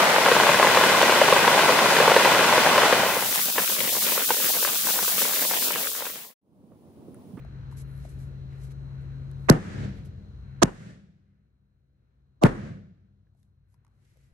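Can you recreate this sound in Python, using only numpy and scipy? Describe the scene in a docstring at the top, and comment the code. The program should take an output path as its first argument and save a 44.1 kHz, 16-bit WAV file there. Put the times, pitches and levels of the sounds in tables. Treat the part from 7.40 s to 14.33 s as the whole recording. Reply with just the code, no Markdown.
"""A large showroom, heard close to a chipboard bench: a rubber mallet knocks three times on a floor tile laid on it.
A noise burst swells just before each blow, which is a crack and a falling sine thud, ringing sines and rattling noise.
Noise bands and long sines make the hall's tail and the bench frame; fans are wavering noise, hum, drone and whine.
A sleeve rustles in strokes of treble noise and small things tick. The level of hall and fans dips at every knock,
swells back and settles, staying low after the second."""
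import sys
import numpy as np
from scipy import signal
from scipy.fft import rfft, irfft
from scipy.io import wavfile
from scipy.ndimage import uniform_filter1d

SR = 44100
rng = np.random.default_rng(int(sys.argv[2]) if len(sys.argv) > 2 else 0)


def digitize_waveform(pressure):
    """Quantize a signal to 16-bit integers and store it at the path in sys.argv[1].

    Rows of a 2-D input are taken as channels; values are limited to [-1, 1].
    """
    field = np.atleast_2d(pressure).T
    bounded = np.clip(field, -1, 1)
    quanta = np.round(bounded * 32767).astype(np.int16)
    wavfile.write(sys.argv[1], SR, quanta)


N = 305613

# Colours below list relative levels: noise() brings each colour to rms 1 before its own level is set.

# Level of far sound, shared by hall and fans
START_DB, FALL_S, DIP_S = -0.07, .015, 0.074  # first level, fall before the blow, lowest point after it
CLIMB_AFTER_S, CLIMB_DB_PER_S = 1.2, 6.5  # a long while after a knock it creeps up again
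LEFT_LAG = 18  # samples by which far sound reaches the left side late

# Fans
# colour of moving air: (frequency [Hz], relative density [dB per Hz])
AIR_COLOUR = [(20, -9.5), (35, -11.5), (70, -0.5), (120, -4.5), (250, -17.5), (500, -25), (800, -32),
              (1150, -32.5), (1500, -31), (1900, -37), (2250, -39.5), (2800, -43), (5000, -53), (6300, -50),
              (7100, -59), (9000, -59), (13000, -64.5)]
AIR_DB = -45.5
MURMUR_HZ, MURMUR_DB = 1600, 1.5  # the air wavers most around here
# likeness of left and right noise: (frequency [Hz], likeness [-1 to 1])
ALIKE = [(60, 0.95), (200, .92), (400, .7), (700, .4), (1400, 0.15), (3000, .08)]
MAINS_HZ, DRONE_HZ = 59.2, 134.6
MAINS_DB = -45
# a motor drone that wavers, sinks and partly returns: (time [s], level [dB])
DRONE_LEVEL = [(0, -45), (.4, -38.5), (.62, -38.5), (.68, -46), (.75, -39), (2.1, -37), (2.6, -40.5),
               (2.9, -54), (3.1, -42), (4, -46.5), (6.93, -46.5)]
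# whine, lowest line first: (level [dB]) for each of six evenly spaced lines
WHINE_LEVELS = (-90, -79.5, -81.5, -78, -76.5, -85.5)
WHINE_HZ, WHINE_STEP_HZ = 3796.3, 79.65  # lowest line and spacing
WHINE_HISS_DB = -81

# Sleeve and ticks
# strokes of sleeve and hand: (time [s], hold [s], level [dB], rise over 20 dB [s], fall over 20 dB [s],
# brightness [dB per octave])
RUSTLE_STROKES = [(.004, .02, -87, .01, .25, 1.3), (0.322, .004, -67, 0.022, 0.048, 2),
                  (0.372, .046, -57.5, .012, 0.021, 3.5), (0.558, .004, -71, 0.22, 0.086, 19),
                  (0.655, .004, -64.5, 0.16, .09, -1), (.694, .004, -63, 0.022, 0.1, 3),
                  (0.795, 0.022, -65.5, 0.033, 0.11, 1), (1.111, 0.057, -68, .04, .1, -9),
                  (1.235, .01, -62.5, 0.081, .065, 0), (1.317, .004, -62.5, 0.029, .016, -2),
                  (1.617, 0.0046, -76, 0.028, 0.036, 1.3), (2.04, .03, -76.5, .2, .03, 0.55),
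                  (2.571, .02, -65, 0.068, 0.079, -7.5), (2.657, 0.0037, -65.5, 0.015, 0.03, 0.5),
                  (5.981, .05, -87, .05, .1, 2.5), (6.309, 0.039, -84.5, .04, .03, 3.5),
                  (6.66, 0.2, -78, .17, .16, -2.5)]
# colour of rubbing cloth, also of the spit in a tick: (frequency [Hz], relative density [dB per Hz])
CLOTH_COLOUR = [(800, -22), (2000, 8.5), (3500, 3), (6000, 5.5), (9000, 4.5), (11500, 9), (13000, -39.5)]
# small taps: (time [s], body level [dB], body pitch [Hz], treble level [dB], left minus right [dB])
TICKS = [(.049, -56.5, 655, -65, 5.5), (0.314, -62, 1540, -60, 4), (.325, -56.5, 960, -68, 5),
         (.651, -54.5, 630, -57, 11), (1.914, -66, 1460, -55.5, 4), (2.649, -81, 1490, -58, 3),
         (5.869, -83, 1660, -94, -4), (5.949, -76, 670, -82, 2), (6.03, -85, 3650, -67.5, 4),
         (6.342, -73, 970, -67, 3), (6.448, -74, 955, -65, 4), (6.466, -72.5, 1130, -70, -4),
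         (6.479, -78, 890, -76, 6), (6.758, -76, 568, -83, 8), (6.771, -72, 520, -68, 11)]
TICK_ROUGH_T60_S, TICK_RING_T60_S, TICK_SPIT_T60_S = 0.036, 0.033, 0.013
TICK_RING_DB = 5.5  # against the body level

# The three knocks, one entry a knock under each name. Times in [s], frequencies in [Hz], levels in [dB]:
# s (time of the thud); run_up_s, run_up_bend (burst before it: length; under 1 swells early, over 1 late),
# left_db, right_db, top_hz, treble_db (rough levels, upper corner and sizzle of that burst);
# wave_db, wave_s (thud level and length); crack_db, crack_tilt_db (tilt [dB per octave]);
# lift_hz, lift_db (a lift or cut high in the crack), snap_db (and one around SNAP_HZ);
# bounce_s, bounce_db (a faint second tick); ring_db (bench and clatter together),
# clatter_rise_s, clatter_db (against ring_db), clatter_tilt_db ([dB per octave]), drop_db (later step);
# hall_db, hall_tilt_db ([dB per octave] above 1 kHz); far sound: blow_db (at the thud), dip_db,
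# swell_s, swell_db (when and how high it swells back), rest_db, settle_s (where it rests, how soon)
KNOCKS = dict( s=(2.0989, 3.233, 5.0365), run_up_s=(.0135, .015, .024), run_up_bend=(.8, 0.83, 1.5),
          wave_db=(-0.5, -9.5, -5), wave_s=(.014, .016, .019), crack_db=(-9, -10, -18),
          crack_tilt_db=(2.5, 1.13, -8.5), lift_hz=(13800, 11300, 11420), lift_db=(13.5, -4, 16.5),
          snap_db=(7.5, 2, -2), bounce_s=(.026, .025, .032), bounce_db=(-42.5, -50, -36.5),
          ring_db=(-16, -27, -18.5), clatter_rise_s=(.011, .004, .005), clatter_db=(1.34, 2.5, 2),
          clatter_tilt_db=(-0.4, 0.8, .7), drop_db=(-3, -2.5, 0), left_db=(-16.5, -13, -24.5),
          right_db=(-7, -6, -18), top_hz=(2200, 1600, 1150), treble_db=(-26.5, -16, -43),
          hall_db=(-20.5, -16.5, -15.5), hall_tilt_db=(-0.3, 1.43, -2), blow_db=(-9, -28.5, -12),
          dip_db=(-15.5, -29, -20), swell_s=(.35, 0.2702, .24), swell_db=(4.5, -16, -10.5),
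          rest_db=(-3, -25, -24), settle_s=(0.09, 0.115, 0.19))
EACH_KNOCK = [dict(zip(KNOCKS, row)) for row in zip(*KNOCKS.values())]
BLOW_SIZE, BLOW_LEAD_S = 32768, .05  # samples worked out around one blow; they begin this long before it
BLOW_T = np.arange(BLOW_SIZE) / SR - BLOW_LEAD_S
BLOW_BINS_HZ = np.fft.rfftfreq(BLOW_SIZE, 1 / SR)

# Run-up: the burst before each blow
# resonances: (frequency [Hz], width [Hz], lift [dB])
RUN_UP_PEAKS = [(320, 60, 9), (654, 30, 11), (980, 270, 5), (1220, 90, 4), (1740, 240, 5.5), (2750, 180, 8)]
# colour of its treble: (frequency [Hz], relative density [dB per Hz])
SIZZLE_COLOUR = [(2000, -19), (3000, -5), (4400, -5.5), (5200, -7.5), (6000, -2.5), (7600, -9.5),
                 (8800, -11), (11000, -28.5), (13000, -60.5)]
SIZZLE_BEND = 1.4  # the treble swells late
LEFT_TILT_DB = -3  # an octave: the rough part is duller on the left

# Thud, crack and first echo
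WAVE_TURNS, WAVE_START_S, WAVE_END_HZ, WAVE_PHASE = 1.25, .001, 50, .39  # phase in turns
# colour of the crack: (frequency [Hz], relative density [dB per Hz])
CRACK_COLOUR = [(1000, -24), (2500, -3.5), (5500, -4.5), (8500, -5.5), (10000, -12), (11500, -12.5),
                (13000, -27.5), (14500, -46.5), (16500, -59.5)]
SNAP_HZ = 5400
ECHO_S, ECHO_DB = .0115, -17.5

# Bench, clatter and frame
# modes of the board: (frequency [Hz], relative level [dB], t60 [s])
BENCH_MODES = [(36.72, -5, 0.34), (157, -2.5, 0.21), (368, -7.5, 0.076), (527, -5.5, 0.13),
               (661, -12, 0.13), (1061, -6.5, 0.056), (1243, -18, 0.11), (1428, -16, 0.1),
               (1765, -14, 0.14), (2060, -20.5, 0.067), (2850, -30.5, .2)]
RING_RISE_S = .011
# colour of the rattle: (frequency [Hz], relative density [dB per Hz])
CLATTER_COLOUR = [(60, -11.5), (150, 1.5), (400, -6), (1000, -15.5), (1700, -19.5), (3000, -37),
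                  (6000, -47.5), (11000, -49), (13500, -87.5)]
# likeness of left and right rattle: (frequency [Hz], likeness [-1 to 1])
CLATTER_ALIKE = [(200, .82), (700, .02), (1400, 0.077)]
CLATTER_T60_S = 0.26
DROP_S = .061  # bench and clatter start to step down this long after the blow
# long modes of the bench frame: (frequency [Hz], relative level [dB], t60 [s])
FRAME_MODES = [(91.7, -13.5, 7.5), (102, -14, 16), (165, -9.5, 1.8)]
FRAME_DB = -9.5  # against the hall
BEAT_HZ, BEAT_LAG_S = (198.3, 201.4), .065  # close modes throb about three times a second
BEAT_DB, BEAT_T60_S = -9.5, 2.93

# Hall
# colour of the tail: (frequency [Hz], relative density [dB per Hz])
HALL_COLOUR = [(35, -38.5), (60, -17.5), (95, -8), (200, -6), (250, -19.5), (600, -23), (850, -28),
               (1200, -24), (1700, -22.5), (2300, -30.5), (3200, -38), (5000, -42.5), (6500, -39.5),
               (9000, -44), (11500, -52.5), (13500, -78.5)]
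# decay of the tail: (frequency [Hz], t60 [s])
HALL_T60 = [(100, 1.2), (300, 1.4), (1000, .75), (2000, .9), (4000, 1.1), (10000, 0.66)]
HALL_RISE_S = 0.013  # the tail builds up

# Final colour
# tone of the whole mix: (frequency [Hz], gain [dB])
FINAL_COLOUR = [(15, -20.5), (28, -7), (45, 0.5), (9000, 0), (10100, -8), (11300, 2.5), (13000, -3.5)]
HISS_DB, TOP_HZ = -102, 16400


def undb(db):
    """Decibels to gain."""
    return 10 ** (np.asarray(db) / 20)


def read(table, x):
    """Second column of a table at x, on a log axis."""
    return np.interp(np.log(x + 1), np.log(np.array(table)[:, 0] + 1.), np.array(table)[:, 1])


def curve(table):
    """A (time [s], level [dB]) table as a gain for every sample."""
    return undb(np.interp(np.arange(N) / SR, *np.transpose(table)))


def noise(colour, size=N, alike=ALIKE):
    """Spectra of left and right noise of a given colour and likeness, rms 1."""
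    hz = np.fft.rfftfreq(size, 1 / SR)
    mid, side = rfft(rng.standard_normal((2, size))) * undb(read(colour, hz))
    likeness = np.clip(read(alike, hz), -1, 1)
    pair = np.sqrt(1 + likeness) * mid + np.sqrt(1 - likeness) * side * np.array([[1], [-1]])
    return pair / np.std(irfft(pair, size))


def tilt(colour, tilt_db):
    """A colour made brighter or duller, turning about 4 kHz."""
    return [(hz, db + tilt_db * np.log2(hz / 2 ** 12)) for hz, db in colour]


def octaves(pair):
    """Splits noise into overlapping octave bands that add up to the whole from 16 Hz to 16 kHz."""
    at = np.log2(np.fft.rfftfreq(N, 1 / SR) + 1)
    for centre in range(4, 15):
        weight = np.cos(np.pi / 2 * np.clip(at - centre, -1, 1)) ** 2
        yield 2. ** centre, irfft(pair * weight, N)


def walk(rate):
    """Random levels held 1 / rate s and slewed twice."""
    hold = int(SR / rate)
    steps = np.repeat(rng.standard_normal(N // hold + 1), hold)
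    return uniform_filter1d(uniform_filter1d(steps, hold), hold)[:N]


def fade(t, t60):
    """Silence before t = 0, then 60 dB down in t60."""
    return (t >= 0) * np.exp(-np.log(1000) * np.abs(t) / t60)


def ring(t, modes, scatter_db):
    """Modes of a struck body as dying sines; every blow shares its force out anew."""
    return sum(undb(db + scatter_db * rng.standard_normal()) * fade(t, t60) * np.sin(2 * np.pi * hz * t)
               for hz, db, t60 in modes)


def add(out, x, s):
    """Mixes x into out from time s on."""
    i = int(round(s * SR))
    out[:, i:i + x.shape[-1]] += x[..., :N - i]


def far_level():
    """Gain of far sound: at each knock it falls, dips, swells back, settles and, if left alone, creeps up."""
    db = np.full(N, START_DB)
    for k in EACH_KNOCK:
        t = np.arange(N) / SR - k["s"]
        before = db[np.searchsorted(t, -FALL_S)]
        dip = np.interp(t, [-FALL_S, 0, DIP_S, k["swell_s"]],
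                        [before, k["blow_db"], k["dip_db"], k["swell_db"]])
        settled = 1 - np.exp(-np.clip(t - k["swell_s"], 0, None) / k["settle_s"])
        settle = (k["rest_db"] - k["swell_db"]) * settled
        climb = CLIMB_DB_PER_S * np.clip(t - CLIMB_AFTER_S, 0, None)
        db = np.where(t < -FALL_S, db, dip + settle + climb)
    return undb(db)


def fans():
    """Moving air in bands that swell together and flicker alone, mains hum, a motor drone and a thin whine."""
    t, swell = np.arange(N) / SR, walk(0.56)
    air = 0
    for hz, band in octaves(noise(AIR_COLOUR)):
        flicker_db = 1.26 + MURMUR_DB / (1 + np.log2(hz / MURMUR_HZ) ** 2)
        air = air + band * undb(swell + flicker_db * walk(6.3))
    # slow random phase keeps each tone from standing still
    mains = undb(MAINS_DB + 0.47 * walk(5.4)) * np.sin(2 * np.pi * MAINS_HZ * t + .5 * walk(2.4))
    drone = curve(DRONE_LEVEL) * undb(1.2 * walk(2.8)) * np.sin(2 * np.pi * DRONE_HZ * t + .4 * walk(12))
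    whine = 0
    for line, db in enumerate(WHINE_LEVELS):
        hz = WHINE_HZ + line * WHINE_STEP_HZ
        whine = whine + undb(db + 1.1 * walk(10)) * np.sin(2 * np.pi * hz * t + walk(18))
    # a narrow hiss around the whine
    hiss = irfft(noise([(3500, -38), (3850, -3), (4100, 1.5), (4300, -2.5), (4700, -43.5)]), N)
    return (undb(AIR_DB) * air * undb([[.8], [-.8]])
            + mains * undb([[1.2], [-1.2]])
            + drone * undb([[2.5], [-3.0]])
            + whine * undb([[1.5], [-1.5]])
            + undb(WHINE_HISS_DB) * hiss)


def rustle():
    """Cloth rubbing: strokes of grainy treble noise that rise, hold and fall."""
    out, size = np.zeros((2, N)), 32768
    for s, hold_s, db, rise_s, fall_s, tilt_db in RUSTLE_STROKES:
        lead = min(s, .3)  # room for the rise
        t = np.arange(size) / SR - lead
        shape_db = db - 20 * np.maximum(np.maximum(-t / rise_s, (t - hold_s) / fall_s), 0)
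        cloth = irfft(noise(tilt(CLOTH_COLOUR, tilt_db), size), size)
        add(out, undb(shape_db) * cloth, s - lead)
    return out * undb(1.5 * walk(160))


def ticks():
    """Small taps: a short ring with a rough edge and a spit of treble."""
    out, size = np.zeros((2, N)), 2048
    t = np.arange(size) / SR
    for s, body_db, hz, treble_db, pan_db in TICKS:
        peak = [(hz / 1.5, -25), (hz / 1.1, -3), (hz * 1.1, -3), (hz * 1.4, -14), (hz * 2.5, -22), (hz * 5, -50)]
        edge = irfft(noise(peak, size, alike=[(1, .8), (2, 0.67)]), size)
        rough = undb(body_db) * edge * fade(t, TICK_ROUGH_T60_S)
        tone = undb(body_db + TICK_RING_DB) * np.sin(2 * np.pi * hz * t) * fade(t, TICK_RING_T60_S)
        spit = undb(treble_db) * irfft(noise(CLOTH_COLOUR, size), size) * fade(t, TICK_SPIT_T60_S)
        attack = np.clip(t / 0.00063, 0, 1)
        add(out, attack * (rough + tone + spit) * undb([[pan_db / 2], [-pan_db / 2]]), s)
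    return out


def run_up(k):
    """A rough, resonant burst with sizzling treble swells just ahead of the thud and stops as the thud begins."""
    swell = np.clip(1 + BLOW_T / k["run_up_s"], 0, 1) * (BLOW_T < 0)
    peaks_db = sum(db / (1 + ((BLOW_BINS_HZ - hz) / width) ** 2) for hz, width, db in RUN_UP_PEAKS)
    duller = undb(np.array([[LEFT_TILT_DB], [0]]) * np.log2((BLOW_BINS_HZ + 1) / 2 ** 10))
    top_hz = k["top_hz"]
    colour = [(150, -14), (330, -.8), (700, 0), (top_hz, -4), (1.4 * top_hz, -20), (3 * top_hz, -45)]
    spectrum = noise(colour, BLOW_SIZE, alike=[(1, -.5), (2, -.5)]) * undb(peaks_db - 5.0) * duller
    rough = irfft(spectrum, BLOW_SIZE) * undb([[k["left_db"]], [k["right_db"]]])
    sizzle = undb(k["treble_db"]) * irfft(noise(SIZZLE_COLOUR, BLOW_SIZE), BLOW_SIZE)
    return swell ** k["run_up_bend"] * rough + swell ** SIZZLE_BEND * sizzle


def bending_wave(k):
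    """Bending waves disperse: the high pitches arrive first, so the sine thud glides down."""
    after = np.clip(BLOW_T, 0, None)
    turns = WAVE_TURNS * np.log(1 + after / WAVE_START_S) + WAVE_END_HZ * after + WAVE_PHASE
    turns = turns + np.array([[0], [.05]])  # the right side runs slightly ahead
    shape = np.clip(BLOW_T / 0.0019, 0, 1) * np.exp(-(after / k["wave_s"]) ** 3)
    return undb(k["wave_db"]) * shape * np.sin(2 * np.pi * turns) * undb([[0], [-2.5]])


def crack(k):
    """The hard contact: a few milliseconds of bright noise, then a faint second tick as it bounces."""
    lift_db = k["lift_db"] / (1 + ((BLOW_BINS_HZ - k["lift_hz"]) / 1600) ** 2)
    snap_db = k["snap_db"] / (1 + ((BLOW_BINS_HZ - SNAP_HZ) / 700) ** 2)
    spectrum = noise(tilt(CRACK_COLOUR, k["crack_tilt_db"]), BLOW_SIZE, alike=[(1, .2), (2, 0.096)])
    bright = irfft(spectrum * undb(lift_db + snap_db), BLOW_SIZE)
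    first = undb(k["crack_db"]) * fade(np.abs(BLOW_T - .0006), 0.006)
    bounce = undb(k["bounce_db"]) * fade(np.abs(BLOW_T - k["bounce_s"]), .008)
    return bright * (first + bounce)


def bench(k):
    """The struck board rings in its own modes, building up over a moment."""
    return np.clip(BLOW_T / RING_RISE_S, 0, 1) ** 3 * ring(BLOW_T, BENCH_MODES, scatter_db=1.5)


def clatter(k):
    """Loose tile and board rattle unevenly: lumpy noise dying away."""
    lumps = undb(4.0 * walk(130)[:BLOW_SIZE])
    colour = tilt(CLATTER_COLOUR, k["clatter_tilt_db"])
    rattle = irfft(noise(colour, BLOW_SIZE, alike=CLATTER_ALIKE), BLOW_SIZE)
    rise = np.clip(BLOW_T / k["clatter_rise_s"], 0, 1) ** 3
    return rise * undb(k["clatter_db"]) * lumps * fade(BLOW_T, CLATTER_T60_S) * rattle


def blows():
    """Each near blow and the burst before it, with one early echo of thud and crack, sides swapped."""
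    out = np.zeros((2, N))
    for k in EACH_KNOCK:
        start_s = k["s"] - BLOW_LEAD_S
        thud, snap = bending_wave(k), crack(k)
        step = undb(k["drop_db"] * np.clip((BLOW_T - DROP_S) / 0.0047, 0, 1))
        body = undb(k["ring_db"]) * step * (bench(k) + clatter(k))
        add(out, run_up(k) + thud + snap + body, start_s)
        add(out, undb(ECHO_DB) * (thud + 0.061 * snap)[::-1], start_s + ECHO_S)
    return out


def hall():
    """The hall's tail after each knock, each noise band with its own decay."""
    t, out = np.arange(N) / SR, 0
    for hz, band in octaves(noise(HALL_COLOUR)):
        octaves_up = max(np.log2(hz / 2 ** 10), 0)
        level = 0
        for k in EACH_KNOCK:
            after = t - k["s"]
            rise = np.clip(after / HALL_RISE_S, 0, 1) ** 2
            gain = undb(k["hall_db"] + k["hall_tilt_db"] * octaves_up)
            level = level + gain * fade(after, read(HALL_T60, hz)) * rise
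        out = out + band * level
    return out


def frame():
    """The long ring of the bench frame, with a late pair of close modes that beat together."""
    t, out = np.arange(N) / SR, 0
    pair = [(hz, BEAT_DB, BEAT_T60_S) for hz in BEAT_HZ]
    for k in EACH_KNOCK:
        after = t - k["s"]
        modes = ring(after, FRAME_MODES, scatter_db=5) + ring(after - BEAT_LAG_S, pair, scatter_db=1.5)
        out = out + undb(k["hall_db"] + FRAME_DB) * modes
    return out * undb([[1.5], [-1.5]])


def scene():
    """Far sound dips under the knocks; near sounds keep their own levels."""
    far = far_level() * (fans() + hall() + frame())
    far = np.array([np.roll(far[0], LEFT_LAG), far[1]])
    return far + rustle() + ticks() + blows()


def record(dry):
    """Peaks are rounded, a last colouring trims the bass, dips at 10 kHz and lifts 11 kHz; faint hiss, top cut."""
    soft = np.tanh(1.238 * dry) / 1.083
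    coloured = irfft(rfft(soft) * undb(read(FINAL_COLOUR, np.fft.rfftfreq(N, 1 / SR))), N)
    hiss = undb(HISS_DB) * rng.standard_normal(dry.shape)
    top_cut = signal.ellip(10, .2, 80, TOP_HZ, fs=SR, output="sos")
    return signal.sosfilt(top_cut, coloured + hiss)


dry = scene()
out = record(dry)
digitize_waveform(out)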